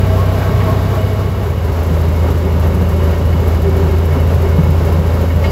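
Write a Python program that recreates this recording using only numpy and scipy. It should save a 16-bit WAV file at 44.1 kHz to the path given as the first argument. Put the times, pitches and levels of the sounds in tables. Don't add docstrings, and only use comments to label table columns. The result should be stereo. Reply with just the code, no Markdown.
import sys
import numpy as np
from scipy import signal
from scipy.fft import rfft, irfft, next_fast_len
from scipy.io import wavfile

SR = 44100
rng = np.random.default_rng(int(sys.argv[2]) if len(sys.argv) > 2 else 0)


def wav_out(sig):
    wavfile.write(sys.argv[1], SR, np.round(np.clip(np.atleast_2d(sig).T, -1, 1) * 32767).astype(np.int16))


N = 242991
TIME = np.arange(N) / SR
SIZE = next_fast_len(N)
HZ = np.maximum(np.arange(SIZE // 2 + 1) * SR / SIZE, 1)


def from_db(db):
    return 10 ** (np.asarray(db) / 20)


def rms_one(x):
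    return x / np.sqrt(np.mean(x ** 2) + 1e-20)


def in_time(rows):
    s, *columns = np.transpose(rows)
    return [np.interp(TIME, s, c) for c in columns]


def over_hz(points):
    hz, value = np.transpose(points)
    return np.interp(np.log(HZ), np.log(hz), value)


def drift(rate_hz):
    spectrum = rfft(rng.standard_normal(SIZE)) / (1 + (HZ / rate_hz) ** 2)
    return rms_one(irfft(spectrum, SIZE)[:N])


def resonance(hz, width_hz):
    return 1 / (1 + 1j * (HZ ** 2 - hz ** 2) / (HZ * width_hz))


# f/Hz, correlation
LIKENESS = [(90, 1), (170, .9), (280, .68), (390, .75), (520, .55), (800, .2), (1200, .55), (2000, .94),
            (3500, .83), (6000, .7), (7500, .8), (8800, .97), (11000, .85), (13000, .97)]


def stereo_noise(gain):
    alike = np.clip(over_hz(LIKENESS), -1, 1)
    mid, side = rfft(rng.standard_normal((2, SIZE))) * gain
    sides = np.sqrt(1 + alike) * mid + np.sqrt(1 - alike) * side * [[1], [-1]]
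    return rms_one(irfft(sides, SIZE)[:, :N])


def rough_tone(hz, wander_hz, rough):
    turns = np.cumsum(hz + wander_hz * drift(25.37)) / SR
    return rms_one((1 + rough * drift(22)) * np.sin(2 * np.pi * turns))


def swell(s, length):
    return np.cos(np.pi * np.clip((TIME - s) / length, -.5, .5)) ** 2


def dying(s, t60, rise):
    age = np.maximum(TIME - s, 0)
    return (1 - np.exp(-age / rise)) * from_db(-np.minimum(60 * age / t60, 200))


def puffs(turns, decay, rise):
    within = turns % 1
    which = np.floor(turns - turns.min() // 1).astype(int)
    strength = from_db(1.1 * rng.standard_normal(400))[which % 400]
    return rms_one(strength * (1 - np.exp(-within / rise)) * np.exp(-within / decay))


def firings(turns, depth, second_db, decay, rise):
    strong, weak = (puffs(turns - lag, decay, rise) for lag in (0, .5))
    power = strong ** 2 + (from_db(second_db) * weak) ** 2
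    return rms_one(np.sqrt(1 + abs(depth) * power))


# multiple of the cycle rate, level/dB
FAST_ORDERS = [(2, -27), (3, -27), (4, -5.5), (5, -19), (6, 0), (7, -21), (7.5, -12), (8, -20), (10, -12),
               (12, -19), (13, -25), (16, -24), (17, -26), (22, -30), (26, -21), (30, -27), (32, -27),
               (33, -30), (42, -29), (44, -26)]
SLOW_ORDERS = [(3.5, -25), (4, -11), (5, -17.5), (5.5, -22), (6, 0), (7, -16), (7.5, -20), (8.5, -18),
               (10, -18), (12, -19), (14, -18.5), (18, -31), (24, -32), (26, -26), (28, -23), (30, -29),
               (32, -30), (34, -32), (36, -27), (37, -32), (39, -33), (40, -27), (42, -31)]
CHUG_DB, CHUG_RATE_HZ = .6, 14


def exhaust(cycles, orders, wobble, uneven):
    turns = cycles + wobble * drift(22)
    lag, growl_from_order, growl_scatter = .08, 20, .8
    lines = 0
    for k, db in orders:
        phase = rng.random() * (growl_scatter if k > growl_from_order else 1)
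        level = from_db(db) * (1 + uneven * drift(5.0))
        lines = lines + level * np.sin(2 * np.pi * (k * (turns - lag) + phase))
    return rms_one(lines * from_db(CHUG_DB * drift(CHUG_RATE_HZ)))


# t/s of the top, length/s, load
SURGES = [(0.207, 0.13, 0.98), (0.432, 0.28, 1.4), (0.69, 0.16, 1.8), (0.956, 0.14, 1.2), (1.2, 0.16, 1.4),
          (1.475, 0.49, 1.3), (1.77, 0.38, 2.2), (2.036, 0.33, 0.65), (2.294, 0.19, 1.5), (2.657, 0.1, 1.6),
          (2.825, 0.058, 2), (3.07, 0.23, 2.2), (3.517, 0.15, 1.7), (3.83, 0.27, 1.7), (4.153, .17, 2.5),
          (4.325, 0.07, 2.4), (4.483, 0.35, 1.3), (4.66, 0.071, 0.39), (4.85, 0.43, 1.7),
          (5.157, 0.28, 1.2), (5.456, 0.16, 1.7)]
TRACK_ROUGH, TRACK_RATE_HZ = .3, 8


def wheel_load():
    load = sum(size * swell(s, length) for s, length, size in SURGES)
    load = load + TRACK_ROUGH * drift(TRACK_RATE_HZ)
    return load - load.mean()


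# f/Hz, density level/dB
FAST_ROAR = [(20, -29), (45, -7), (75, -4.5), (130, 1.5), (190, -6.5), (250, -6.5), (315, -17.5),
             (460, -10.5), (580, -18.5), (900, -18.5), (1300, -26), (1900, -26.5), (4000, -33), (8000, -51)]
SLOW_ROAR = [(20, -20), (30, -10), (45, -6.5), (70, 0), (120, 1), (170, 0.5), (225, -8.5), (270, -5),
             (310, -14.5), (420, -10.5), (580, -16), (700, -16), (1000, -17), (1900, -28), (4000, -36),
             (8000, -48.5)]
# f/Hz, width/Hz, lift/dB
FAST_MODES = [(388, 90, 5), (644, 40, 11), (830, 36, 5), (1114, 63, 10), (1310, 45, 8.5), (1570, 33, 8.5),
              (1880, 49, 3.5), (2270, 55, 3.5), (2910, 110, 5.5), (3770, 130, 4), (4880, 24, 11)]
SLOW_MODES = [(397, 51, 5.7), (500, 26, 2.3), (543, 21, 3.2), (585, 33, 8.1), (950, 12, 4.5),
              (1845, 40, 4.5), (2200, 37, 6.3), (2750, 78, 5.7), (2926, 41, 6.3), (3140, 29, 2.5),
              (3810, 130, 4), (4920, 94, 4.1)]
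# t/s, level/dB
EFFORT = [(0, -0.5), (.9, 2), (1.7, -1), (2.7, 0.5), (4, 0.5), (5.5, 0.5)]
BODY_SWELL_DB_PER_LOAD, SIZZLE_SWELL_DB_PER_LOAD = 1.55, .5


def roar(cycles, load, spectrum, modes, beat, rumble_db, body_db, sizzle_db):
    lift = 1
    for hz, width, db in modes:
        lift = lift + (from_db(db) ** 2 - 1) * np.abs(resonance(hz, width)) ** 2
    gain = from_db(over_hz(spectrum)) * np.sqrt(np.maximum(lift, .1))
    shake = firings(cycles, beat, second_db=-6, decay=.1, rise=.15)
    below = 1 / (1 + (HZ / 300) ** 6)
    above = 1 / (1 + (1700 / HZ) ** 6)
    rumble_level = from_db(rumble_db + in_time(EFFORT)[0])
    rumble = rumble_level * stereo_noise(gain * np.sqrt(below))
    body_level = from_db(body_db + BODY_SWELL_DB_PER_LOAD * load)
    body = body_level * stereo_noise(gain * np.sqrt((1 - below) * (1 - above)))
    sizzle_level = from_db(sizzle_db + SIZZLE_SWELL_DB_PER_LOAD * load)
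    sizzle = sizzle_level * stereo_noise(gain * np.sqrt(above))
    return rumble + body * shake + sizzle


# multiple of the cycle rate, level/dB
WHINE_LINES = [(26.3, 1), (68, -8), (71, -7)]
WHINE_SWELL_DB_PER_LOAD = 6


def whine(cycles, load, wander_hz, level_db):
    cycles_per_s = np.gradient(cycles) * SR
    lines = sum(from_db(db) * rough_tone(multiple * cycles_per_s, wander_hz, rough=0.27)
                for multiple, db in WHINE_LINES)
    return from_db(level_db + WHINE_SWELL_DB_PER_LOAD * load) * rms_one(lines)


# f/Hz, density level/dB
HISS = [(2000, -4), (4500, 6), (7000, 4.5), (9000, 2), (11000, 7), (13500, 3.5), (15500, -1)]
HISS_SWELL_DB_PER_LOAD = .9


def hiss(cycles, opens, chuff, second_db):
    colour = from_db(over_hz(HISS))
    top = 1 / (1 + (8000 / HZ) ** 8)
    out = 0
    for part, depth in ((top, chuff), (1 - top, .3 * chuff)):
        gain = colour * np.sqrt(part)
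        chuffs = firings(cycles - opens, depth, second_db, decay=.16, rise=.07)
        out = out + np.linalg.norm(gain) * stereo_noise(gain) * chuffs
    return rms_one(out * from_db(.55 * drift(14)))


# f/Hz, level/dB before effort and patches, wander/Hz
SINGING = [(2196, -49, 32), (2940, -54, 28)]


def singing(rough, patchy_db):
    out = 0
    for hz, db, wander_hz in SINGING:
        level = from_db(db + in_time(EFFORT)[0] + patchy_db * np.tanh(drift(7)))
        out = out + level * rough_tone(hz, wander_hz, rough)
    return out


# f/Hz, relative level/dB, t60/s
PING_MODES = [(1867, 1, 0.04), (2185, -2.5, 0.075), (2935, -7, 0.07), (4811, -16, 0.08)]
# t/s, level/dB before loud_db
TAPS = [(.41, -28), (.61, -24), (1.025, -27), (3.13, -22), (3.325, -23), (3.55, -26), (4.19, -25),
        (4.45, -25), (4.85, -37), (5.3, -24)]


def pings(per_s, spread_db, light_db, loud_db, follows):
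    count = int(per_s * N / SR)
    at = ((np.arange(count) + rng.random(count)) / count * (N - 1)).astype(int)
    loud_at = [int(s * SR) for s, _ in TAPS]
    shaken_db = light_db + follows * in_time(EFFORT)[0][at]
    out = 0
    for hz, db, t60 in PING_MODES:
        taps = np.zeros(SIZE)
        taps[at] = from_db(shaken_db + spread_db * np.clip(rng.standard_normal(count), -2, 2))
        taps[loud_at] = from_db([tap_db + loud_db for _, tap_db in TAPS])
        ring = from_db(db) * dying(0, t60, rise=0.0073) * np.sin(2 * np.pi * hz * TIME)
        out = out + rfft(taps) * rfft(ring, SIZE)
    return irfft(out, SIZE)[:N]


# t/s of the top, length/s, nominal f/Hz, level/dB before gain_db
HOWLS = [(.11, .2, 632, -25), (.225, .12, 600, -29), (.225, .17, 1072, -26), (.225, .1, 835, -32),
         (.43, .1, 845, -33), (.3, .13, 624, -26), (.4, .15, 645, -27), (.495, .13, 629, -25),
         (.63, .14, 1120, -31), (.695, .17, 650, -22), (.71, .14, 1076, -28), (.965, .17, 644, -24),
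         (.96, .12, 1125, -33), (1.08, .09, 688, -31), (1.21, .16, 628, -29)]


def howls(wander_hz, rough, gain_db, bend):
    out = 0
    for s, length, hz, db in HOWLS:
        arch = swell(s, length)
        pitch_hz = hz * (1 + bend * (arch - .7))
        out = out + from_db(db + gain_db) * arch * rough_tone(pitch_hz, wander_hz, rough)
    return out


# t/s, level/dB before gain_db, centre f/Hz
RATTLES = [(.033, -27, 970), (.225, -39, 1100), (0.417, -24, 1230), (.598, -26, 1700), (.686, -28, 1100),
           (.948, -30, 1400), (1.11, -31, 900), (1.675, -29, 1100), (1.94, -25, 868), (2.312, -24.5, 680),
           (2.64, -22, 556), (2.999, -23, 750), (3.12, -31, 1700), (3.739, -32, 900), (3.79, -27, 700),
           (4.79, -28, 1490), (4.875, -21, 460), (5.144, -30, 600)]


def rattles(t60, grain_db, width, gain_db):
    grain = rms_one(from_db(grain_db * drift(150)))
    out = 0
    for s, db, hz in RATTLES:
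        clatter = stereo_noise(resonance(hz, width * hz) ** 2)
        out = out + from_db(db + gain_db) * dying(s, t60, rise=0.0045) * clatter
    return grain * out


# t/s, level/dB before gain_db
TICKS = [(.26, -38), (.69, -39), (1.832, -32), (2.888, -37), (3.036, -36), (3.481, -30), (4.052, -32),
         (4.343, -37), (4.42, -36), (4.703, -36), (4.92, -37)]


def ticks(t60, gain_db):
    envelope = sum(from_db(db + gain_db) * dying(s, t60, rise=.001) for s, db in TICKS)
    return envelope * stereo_noise(resonance(12600, 4500))


# t/s, level/dB before gain_db, f/Hz
THUMPS = [(0.529, -10, 121), (.715, -10, 135), (.975, -13, 175), (1.905, -8.5, 159), (2.057, -14, 159),
          (2.447, -12, 175), (2.543, -12, 172), (2.642, -13, 153), (2.739, -14, 178), (2.806, -8, 180),
          (3.345, -10, 169), (3.463, -12, 191), (3.824, -13, 175), (4.164, -13, 255), (4.2, -11, 151),
          (4.364, -10, 135), (4.584, 0, 160), (4.686, -7.5, 150), (4.983, -5.5, 153)]


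def thumps(t60, rise, gain_db):
    return sum(from_db(db + gain_db) * dying(s, t60, rise) * np.sin(2 * np.pi * hz * (TIME - s))
               for s, db, hz in THUMPS)


# t/s of the top, length/s, level/dB
DRONE_SWELLS = [(2.05, 0.12, -36), (3.43, 0.31, -30), (3.68, 0.25, -21.5), (3.82, 0.18, -20.5),
                (3.93, 0.18, -22.5), (4.17, 0.096, -26), (4.47, 0.12, -21), (4.8, 0.097, -29)]
DRONE_DB = -41.5


def drone(hz, wander_hz):
    swells = sum(from_db(db) * swell(s, length) for s, length, db in DRONE_SWELLS)
    return (from_db(DRONE_DB) + swells) * rough_tone(hz, wander_hz, rough=0.49)


# t/s, level/dB
CLANKS = [(3.033, -38), (5.439, -22)]
# f/Hz, level/dB, t60/s, build-up/s
WHEEL = [(640, 2, .07, .004), (904, -2, .15, .004), (1150, -4, .12, .004), (1879, -2.5, .09, .004),
         (2170, 5.5, .075, .004), (2790, -6, .1, .008), (2945, -3.5, .3, .025), (4091, -21, .35, .004),
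         (4813, -8, .42, .025)]


def clanks(crack_db, crack_t60, rough):
    blows = np.zeros(N)
    blows[[int(s * SR) for s, _ in CLANKS]] = from_db([db for _, db in CLANKS])
    wheel = 0
    for hz, db, t60, rise in WHEEL:
        envelope = from_db(db) * dying(0, t60, rise) * (1 + rough * drift(110))
        wheel = wheel + envelope * np.sin(2 * np.pi * hz * TIME)
    crack = sum(from_db(db + crack_db) * dying(s, crack_t60, rise=0.003) for s, db in CLANKS)
    return signal.fftconvolve(blows, wheel)[:N] + crack * stereo_noise(resonance(2300, 3000) ** 2)


# t/s, f/Hz
FAST_SPEED = [(0, 15.43), (.45, 15.86), (.9, 16.17), (1.8, 16.6)]
SLOW_SPEED = [(1, 13.87), (2, 13.65), (2.7, 13.68), (3.4, 13.71), (4.1, 13.82), (5.5, 13.83)]
# t/s, level/dB
FAST_THROB = [(0, -11), (.5, -13), (.9, -14), (1.4, -13.5)]
FAST_BARK, FAST_BEAT = .4, .05
SLOW_BARK, SLOW_BEAT = .15, .1
DISSOLVE_START_S, DISSOLVE_LENGTH_S = 0.95, 0.99


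def scene():
    effort_db, = in_time(EFFORT)
    fast, slow = (np.cumsum(in_time(speed)[0]) / SR for speed in (FAST_SPEED, SLOW_SPEED))
    load = wheel_load()

    fast_throb = exhaust(fast - FAST_BARK, FAST_ORDERS, wobble=0.0015, uneven=0.038)
    fast_roar = roar(fast - FAST_BARK, load, FAST_ROAR, FAST_MODES, beat=FAST_BEAT,
                     rumble_db=-21.0, body_db=-21.0, sizzle_db=-35.0)
    fast_hiss = hiss(fast, opens=-0.024, chuff=0.2, second_db=-14)
    fast_ride = (from_db(in_time(FAST_THROB)[0]) * fast_throb + fast_roar
                 + whine(fast, load, wander_hz=23.6, level_db=-39.5)
                 + from_db(-38.0 + HISS_SWELL_DB_PER_LOAD * load) * fast_hiss)

    slow_throb = exhaust(slow - SLOW_BARK, SLOW_ORDERS, wobble=0.00099, uneven=0.047)
    slow_roar = roar(slow - SLOW_BARK, load, SLOW_ROAR, SLOW_MODES, beat=SLOW_BEAT,
                     rumble_db=-21.0, body_db=-22.0, sizzle_db=-36.5)
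    slow_hiss = hiss(slow, opens=0.75, chuff=0.46, second_db=-9.5)
    slow_ride = (from_db(effort_db - 12.5) * slow_throb + slow_roar
                 + from_db(-40.0 + HISS_SWELL_DB_PER_LOAD * load) * slow_hiss
                 + drone(hz=383.4, wander_hz=12))

    share = np.clip((TIME - DISSOLVE_START_S) / DISSOLVE_LENGTH_S, 0, 1)
    ride = (1 - share) * fast_ride + share * slow_ride
    wheels = singing(rough=.4, patchy_db=5) + howls(wander_hz=13, rough=.42, gain_db=-2, bend=.035)
    loose_metal = pings(per_s=35, spread_db=5, light_db=-39.5, loud_db=1.5, follows=1)
    clatter = rattles(t60=.19, grain_db=1.5, width=1.2, gain_db=-1)
    knocks = thumps(t60=.14, rise=.004, gain_db=1.3) + clanks(crack_db=-5.3, crack_t60=.2, rough=.35)
    return ride + wheels + loose_metal + clatter + ticks(t60=0.039, gain_db=1.0) + knocks


# f/Hz, lead of the right/rad
PORTS = [(200, 0), (450, -.4), (750, 0), (2100, 0), (3000, -.45), (5200, -.45), (5800, 1.1), (7000, .8),
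         (7900, 1.3), (8500, 2.9), (9300, 3.3), (10300, 4.3), (12000, 5.3), (13000, 2 * np.pi)]
CUTOFF_HZ = 15700


def record(dry):
    balance_db = over_hz([(85, .3), (150, 2.4), (270, -.9), (400, 0), (520, 2.4), (1000, -.4), (2000, 0)])
    ports = from_db(balance_db / 2 * [[-1], [1]]) * np.exp(1j * over_hz(PORTS) * [[0], [1]])
    heard = irfft(rfft(dry, SIZE) * ports, SIZE)
    rounded = heard / (1 + (heard / .95) ** 10) ** (1 / 10)
    low_pass = 1 / np.sqrt(1 + (HZ / CUTOFF_HZ) ** 500)
    return irfft(rfft(rounded) * low_pass, SIZE)[:, :N]


dry = scene()
out = record(dry)
wav_out(out)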